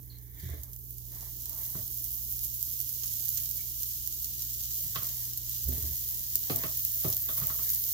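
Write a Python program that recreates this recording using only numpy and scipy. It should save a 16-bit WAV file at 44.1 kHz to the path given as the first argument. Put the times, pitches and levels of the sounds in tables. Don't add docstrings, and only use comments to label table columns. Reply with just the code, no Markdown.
import sys
import numpy as np
from scipy import signal
from scipy.fft import rfft, irfft
from scipy.io import wavfile
from scipy.ndimage import uniform_filter1d

SR = 44100
rng = np.random.default_rng(int(sys.argv[2]) if len(sys.argv) > 2 else 0)


def output_pcm(signal):
    pcm = np.clip(np.atleast_2d(signal).T, -1, 1) * 32767
    wavfile.write(sys.argv[1], SR, np.round(pcm).astype(np.int16))


N = 349713
TIME_S = np.arange(N) / SR
LEFT_LAG_S = 2.2e-4


def undb(db):
    return 10 ** (np.asarray(db) / 20)


def level(x, db):
    return x * undb(db) / np.sqrt(np.mean(x ** 2))


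def curve(table):
    times_s, *columns = np.transpose(table)
    return [np.interp(TIME_S, times_s, column) for column in columns]


def colour(x, *spectra):
    log_hz = np.log(np.linspace(1, SR / 2, 4097))
    gain_db = sum(np.interp(log_hz, np.log(hz), np.clip(db, -60, 60))
                  for hz, db in map(np.transpose, spectra))
    cepstrum = irfft(np.log(undb(gain_db)))
    cepstrum[1:4096] *= 2
    cepstrum[4097:] = 0
    return signal.oaconvolve(x, irfft(np.exp(rfft(cepstrum))))[:N]


def band(x, low_hz, high_hz):
    return signal.sosfilt(signal.butter(2, [low_hz, high_hz], "band", fs=SR, output="sos"), x)


def keep_side(x, side, edge_hz, order=2):
    return signal.sosfilt(signal.butter(order, edge_hz, side, fs=SR, output="sos"), x)


def wander(rate_hz):
    hold = int(SR / rate_hz)
    steps = np.repeat(rng.standard_normal(N // hold + 1), hold)
    return 1.3 * uniform_filter1d(uniform_filter1d(steps, hold), hold)[:N]


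def sides(balance_db):
    return undb(np.array([balance_db, -balance_db]) / 2)


def camera_turn(before_db, after_db, middle_s=3.8, length_s=0.82):
    return np.interp(TIME_S, [middle_s - length_s / 2, middle_s + length_s / 2], [before_db, after_db])


# pitch_hz, level_db
HUM_TONES = [(45.5, -66), (59.5, -53), (84, -66), (89, -90), (120, -54.5), (178, -74), (296, -77.5),
             (414.5, -91)]
# pitch_hz, level_db
AIR_COLOUR = [(25, -6), (45, 5.5), (70, 3), (105, 1), (150, -5), (190, -10), (250, -8.5), (420, -13),
              (560, -31.5), (1400, -43), (3000, -63), (6000, -62)]

def fridge_and_air():
    hum = 0
    for hz, db in HUM_TONES:
        gain = np.sqrt(2) * undb(db + 1.26 * wander(3.194))
        hum += gain * np.sin(2 * np.pi * (hz * TIME_S + rng.random()))
    shared, spread = (colour(rng.standard_normal(N), AIR_COLOUR) for _ in range(2))
    air = level(shared + 0.65 * spread * np.array([[1], [-1]]), db=-56)
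    return hum * sides(-10.5)[:, None] + air * sides(-3.5)[:, None]


# pitch_hz, level_db
BURST_COLOUR = [(710, -65), (1200, -33.5), (1460, -38), (1660, -31), (2250, -31), (2650, -27),
                (2900, -19.5), (3150, -18.5), (3510, -19), (3870, -17), (6580, -8.5), (8170, -16),
                (9310, -18.5), (13300, -1.5), (15200, 0), (16000, -15.5)]
# pitch_hz, balance_db
BURST_BALANCE = [(1500, 0.5), (4000, 13.5), (6500, 4.5), (9000, 9), (11500, -4), (15000, 8)]

def bursts(start_s, gain, place, treble_db):
    low, high = np.zeros((2, 2, N))
    for side, lag_s in enumerate((LEFT_LAG_S + 2e-4 * place, 0)):
        at = np.clip(((start_s + lag_s) * SR).astype(int), 0, N - 1)
        np.add.at(low[side], at, gain[side] * undb(-treble_db / 2))
        np.add.at(high[side], at, gain[side] * undb(treble_db / 2))
    clicks = keep_side(low, "low", 9000, order=4) + keep_side(high, "high", 9000, order=4)
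    leans = [[(hz, db * sign / 2) for hz, db in BURST_BALANCE] for sign in (1, -1)]
    return np.array([colour(channel, BURST_COLOUR, lean) for channel, lean in zip(clicks, leans)])


# time_s, level_db, treble_db (highs compared with lows)
FRYING = [(0.0, -56, 14), (0.33, -56, 14), (0.45, -48, -2), (0.77, -52.5, 19), (1.06, -45.5, 5),
          (1.43, -40.5, 6.5), (2.21, -38, 8.5), (2.67, -38, 4.5), (2.95, -36, 6), (3.1, -34.5, 0.5),
          (3.3, -34.5, 3), (3.45, -35.5, 4), (3.7, -35.5, 3), (4.02, -36, 0), (5.19, -34.5, 2),
          (5.34, -38.5, 0), (5.56, -34.5, 0.5), (6.23, -36, 0.5), (6.7, -34, 1.5), (7.05, -33.5, 1),
          (7.3, -34.5, 4.5), (7.6, -33, 3.5), (7.93, -32.5, 1.5)]

def sizzle(bubbles=60000):
    fry_db, treble_db = curve(FRYING)
    when, size, sign, place, tone = rng.random((bubbles, 5)).T
    at = (when * (N - 1)).astype(int)
    flurry_db = wander(12) + 1.2 * wander(60)
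    size_db = np.minimum(-3.4 * np.log(1 - size), 18)
    gain = undb(size_db + flurry_db[at]) * np.sign(sign - .5)
    tone_db = treble_db[at] + 1.5 * wander(15)[at] + 12 * (tone - .5)
    place = 2 * place - 1
    fizz = bursts(at / SR, gain * sides(place), place, tone_db)
    hiss = np.array([colour(noise, BURST_COLOUR) for noise in rng.standard_normal((2, N))])
    frying = level(fizz, 0.87) + level(hiss, -4.5)
    prickle = np.interp(TIME_S, [5, 7], [0, 0.39]) * keep_side(frying, "high", 11000)
    return (frying + prickle) * undb(fry_db) * sides(camera_turn(-8, -5.5))


# middle_s, length_s, cloth_db, skin_db
MOVEMENTS = [(0.17, 0.3, -89, -72.5), (0.465, 0.23, -97, -57.5), (0.554, 0.3, -72, -68),
             (1.147, 0.068, -67, -72), (1.215, 0.21, -65.5, -67.5), (1.584, 0.26, -59.5, -65),
             (1.777, 0.08, -69, -65), (2.16, 0.079, -69.5, -91), (5.083, 0.31, -67.5, -62.5),
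             (5.82, 0.2, -71, -65), (6.126, 0.13, -71, -88), (6.597, 0.22, -56.5, -60),
             (7.076, 0.12, -55.5, -65), (7.445, 0.32, -58.5, -78), (7.693, 0.068, -87, -62)]

def rustle():
    cloth_gain = undb(-81 + TIME_S)
    skin_gain = undb(-95 + 4 * TIME_S)
    for middle_s, length_s, cloth_db, skin_db in MOVEMENTS:
        swell = np.exp(-.5 * (3 * (TIME_S - middle_s) / length_s) ** 2)
        cloth_gain += undb(cloth_db) * swell
        skin_gain += undb(skin_db) * swell
    rub, slide = rng.standard_normal((2, 2, N))
    cloth = band(band(rub * undb(2 * wander(70)), 436, 1240), 436, 1240)
    skin = band(band(slide * undb(1.5 * wander(40)), 1550, 2300), 1550, 2300)
    skin += undb(-5.5) * band(band(slide, 3050, 4140), 3050, 4140)
    return level(cloth, 0) * cloth_gain + level(skin, 0) * skin_gain


def ring(push, tones):
    sound = 0
    for k, (hz, db, ring_s) in enumerate(tones):
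        fade = np.exp(-np.log(1000) / (ring_s * SR))
        angle = 2 * np.pi * hz / SR
        tone = signal.lfilter([0, fade * np.sin(angle)], [1, -2 * fade * np.cos(angle), fade ** 2], push)
        sound += (-1) ** k * undb(db) * tone
    return sound / len(tones) ** .5


# start_s, level_db, pitch_hz, ring_s
METAL_TINKS = [(.1, -58, 4350, 0.012), (0.117, -57, 4200, 0.01), (0.149, -61, 4230, 0.012),
               (0.398, -59, 4750, 0.011), (3.588, -56, 2270, 0.011), (7.286, -44, 3600, 0.012)]

def tinks():
    sound = np.zeros(N + SR)
    t = np.arange(SR // 3) / SR
    for start_s, db, hz, ring_s in METAL_TINKS:
        at = int(start_s * SR)
        scratch = 0.3 * rng.standard_normal(len(t)) * np.exp(-t / 0.008)
        sound[at:at + len(t)] += ring(scratch, [(hz * ratio, db, ring_s) for ratio in (1, 1.045, .955)])
    return sound[:N]


# start_s, crack_db, treble_db, balance_db, spray_db (compared with the crack)
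LOUD_SPITS = [(0.1856, -20, 4, -11, -13), (0.398, -21.5, 2, 5, -9), (0.427, -23, 8, -11, -19),
              (0.6342, -13, 4, -13, -10.5), (0.7325, -16, 0, -15, -10), (0.763, -15.5, 4, -14, -15),
              (0.9075, -17, 17, -14, -21), (1.4954, -6, 6, -12, -18), (1.208, -18, -10, -14, -6.5),
              (1.457, -5, 1, -11, -15), (1.652, -16.5, -13, -1, -8), (2.043, -7.5, 3, -20, -16),
              (2.325, -6.5, 14, -11, -20), (2.446, -6, -3, -12, -12), (2.6277, -3.5, 8, -25, -24),
              (2.7055, -15, 8, -15, -21), (2.688, -13.5, 2, -18, -9), (2.803, -7, 8, -25, -29),
              (2.8138, -7, 8, -22, -24), (3.0347, -5.5, -13, -13, -11), (3.078, -8.5, -7, -18, -13),
              (3.12, -12, 10, -17, -24), (3.139, -8, -3, -24, -29), (3.156, -12, -8, -18, -19),
              (3.255, -12, 14, -22, -19), (3.284, -8, -6, -28, -23), (3.2905, -4, 10, -24, -22),
              (3.373, -3.5, -3, -17, -10), (3.377, -5, -10, -22, -16), (3.425, -15, 10, -20, -22),
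              (3.4582, -5, -6, -12, -9.5), (3.491, -9, 8, -18, -16), (3.570, -10, 2, -15, -14),
              (3.512, -4, 8, -15, -24), (3.607, -9, 1, -8, -18), (3.8321, -2, -2, -17, -18),
              (4.075, 0, 3, -17, -23), (4.245, -1.5, -6, -8, -12.5), (4.4207, -6.5, -6, -9, -6.5),
              (5.0327, -4, 10, -10, -19), (5.0683, -6, 6, -9, -10), (5.334, -6.5, 0, -3, -12.5),
              (5.375, -3, 8, -4, -12), (5.4955, -8, 16, -10, -19), (5.641, -10, 17, -14, -19),
              (5.687, -10, 15, -7, -8), (5.825, -6, 4, -8, -8), (6.356, 10, 6, -4, -20),
              (6.5592, -4, 8, -3, -5), (6.7728, -5.5, 15, -6, -10.5), (6.794, -8, 12, -4, -12),
              (6.957, -9, 9, -2, -20), (7.083, -8, 14, -3, -6), (6.85, 4, 9, -4, -20),
              (7.101, -4, 15, -4, -11), (7.1267, -2, -2, -9, -7), (7.167, -2, 6, -3, -9),
              (7.328, -12, 12, -4, -18), (7.352, -10, 12, -4, -20), (7.378, -6, 5, -6, -7),
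              (7.47, 0, 15, -3, -19), (7.493, -8, 12, -2, -12), (7.633, -6, 12, -4, -12),
              (7.748, -1, 10, -4, -15), (7.891, -7, 15, -4, -14), (7.692, -7.5, -5, -7, -4),
              (7.702, -0.5, 8, -2, -11.5), (7.734, -5, 2, -3, -10.5), (7.84, -1, 0, -10, -22)]

def spits(small_count=110, clicks_each=40):
    when, size, tone, spot = rng.random((small_count, 4)).T
    at = (when * (N - 1)).astype(int)
    fry_db, _ = curve(FRYING)
    small_spits = [at / SR,
                   fry_db[at] + 14 - 7.5 * np.log(1 - 0.9 * size),
                   -7 * (2 * tone - 1),
                   camera_turn(-26, -11)[at] + 4 * (2 * spot - 1),
                   np.full(small_count, -19)]
    all_spits = np.hstack([np.transpose(LOUD_SPITS), small_spits])
    start_s, crack_db, treble_db, balance_db, spray_db = np.repeat(all_spits, clicks_each, axis=1)
    lateness, sign, place = rng.random((len(start_s), 3)).T
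    is_crack = np.arange(len(start_s)) % clicks_each == 0
    delay_s = np.where(is_crack, 0, .0003 + .012 * lateness ** 2)
    click_db = crack_db + np.where(is_crack, 0, spray_db - 4 * lateness)
    gain = undb(click_db) * np.sign(sign - .5) * sides(balance_db)
    return bursts(start_s + delay_s, gain, np.where(is_crack, 0, 2 * place - 1), treble_db)


# start_s, level_db, length_s, pitch_hz
FLOOR_THUDS = [(0.417, -37, 0.12, 79.9), (0.58, -40.5, 0.031, 69.7), (5.643, -34, 0.1, 69.1),
               (5.788, -40, 0.12, 67.2), (7.365, -57, 0.04, 79.3)]

def thuds(rise_s=0.013, fall_db_per_s=345):
    wavering_time_s = np.cumsum(1 + .05 * wander(30)) / SR
    shake = np.sqrt(2) * undb(2 * wander(40))
    boom = 0
    for start_s, db, length_s, hz in FLOOR_THUDS:
        rise = np.clip((TIME_S - start_s) / rise_s, 0, 1) ** 2
        fall_db = fall_db_per_s * np.maximum(TIME_S - start_s - length_s, 0)
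        boom += rise * undb(db - fall_db) * np.sin(2 * np.pi * hz * wavering_time_s)
    return boom * shake * sides(-3.7)[:, None]


# pitch_hz, level_db, ring_s
STOVE_TONES = [(96, -2.5, 0.36), (107, -7, 0.28), (127.2, 2.5, 0.2), (170.5, 3, 0.16)]
BASE_TONES = [(251, 1.4, 0.077), (311.6, 3.8, 0.095), (359, 1.8, 0.076), (416, -1.5, 0.08)]
HANDLE_TONES = [(529, 6.8, 0.034), (631.4, 8.1, 0.077), (644, 8.6, 0.1), (765, 9.1, 0.015)]
WALL_TONES = [(996, -11, 0.058), (1110, 3.5, 0.03), (1247, 7, 0.022), (1480, 6.5, 0.008)]
FINGERNAIL_TONES = [(1915, 6, .01), (2360, 9, .006), (3400, 15, .003), (4400, 13, .003), (5600, 10, .003)]
PUSH_TIMES = [.003, .0012, .0006, .0003, .00005]
PAN_MIX = [0.65, -5.5, -2, -6.5]
# start_s, stove_db, pan_db, bright_db (added per step along PAN_MIX), wall_extra_db, rattle_s
FINGER_KNOCKS = [(.428, -34.5, -47.5, -13, 7, 0.052), (0.487, -56, -46.5, -5.5, 1, 0.021),
                 (0.532, -60, -46, -2.5, -4, 0.051), (1.748, -32.5, -43.5, -1, 2.5, 0.05),
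                 (3.034, -72, -76, 10, 1, 0.018), (3.384, -66, -84, 14.5, -6, 0.023),
                 (4.836, -40, -72, 7, -4, 0.028), (4.949, -55, -65, 4.5, 17, .008),
                 (4.958, -37.5, -46, 7, 4, 0.011), (5.019, -43, -50.5, 3.5, 4, 0.025),
                 (5.674, -35, -46, -3, -10, 0.026), (5.685, -50, -36, -10.5, -9, 0.038),
                 (5.721, -38, -44, 1.5, -20, 0.051), (5.773, -39.5, -43, -18, -10, 0.024),
                 (5.836, -60, -44.5, -7, 1, 0.035), (5.886, -44, -51.5, -9, -5, 0.048),
                 (6.498, -30, -28.5, 0, -3, 0.023), (6.52, -42, -35.5, -4, -5, 0.073),
                 (6.636, -37, -37, 2, -0.5, 0.021), (7.044, -29.5, -28.5, -2, -4.5, 0.029),
                 (7.289, -49, -46.5, 3.5, 3.5, 0.022), (7.376, -43.5, -53.5, 6, 0, 0.011),
                 (7.415, -31.5, -52, 4.5, 6, 0.0097), (7.431, -41, -48, 4, -12, 0.052),
                 (7.499, -46, -48.5, 3, 7.5, 0.0062), (7.588, -47, -54, 4, 3, 0.02)]

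def knocks(detune=.015, scatter_db=1.5):
    parts = (STOVE_TONES, BASE_TONES, HANDLE_TONES, WALL_TONES, FINGERNAIL_TONES)
    sound = np.zeros(N + SR)
    t = np.arange(SR // 3) / SR
    for start_s, stove_db, pan_db, bright_db, wall_extra_db, rattle_s in FINGER_KNOCKS:
        at = int(start_s * SR)
        levels_db = [stove_db, *(pan_db + np.array(PAN_MIX) + bright_db * np.arange(4))]
        levels_db[3] += wall_extra_db
        forces = undb(-32) * rng.standard_normal((5, len(t))) * np.exp(-t / rattle_s)
        forces[:, 0] = 1
        for force, part_db, push_s, tones in zip(forces, levels_db, PUSH_TIMES, parts):
            width = int(push_s * SR)
            push = np.convolve(force, np.ones(width) / width)[:len(t)]
            struck = [(hz * (1 + rng.normal(0, detune)), db + rng.normal(0, scatter_db), ring_s)
                      for hz, db, ring_s in tones]
            sound[at:at + len(t)] += undb(part_db) * ring(push, struck)
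    return sound[:N]


def room(sound, ring_s=0.16, echo_db=-0.5):
    left = np.pad(sound, (int(LEFT_LAG_S * SR), 0))[:N]
    direct = np.array([left, sound]) * sides(-3)[:, None]
    t = np.arange(SR // 2) / SR
    tails = band(rng.standard_normal((2, len(t))), 297, 9400) * np.exp(-np.log(1000) * t / ring_s)
    tails /= np.linalg.norm(tails, axis=1, keepdims=True)
    return direct + undb(echo_db) * signal.oaconvolve(direct, tails, axes=1)[:, :N]


def scene():
    pan = sizzle() + spits() + room(knocks() + tinks())
    return pan + thuds() + rustle() + fridge_and_air()


def record(dry):
    rounded = 1.5 * np.tanh(keep_side(dry, "high", 40) / 1.5)
    return signal.sosfilt(signal.ellip(10, .2, 80, 15850, fs=SR, output="sos"), rounded)


dry = scene()
out = record(dry)
output_pcm(out)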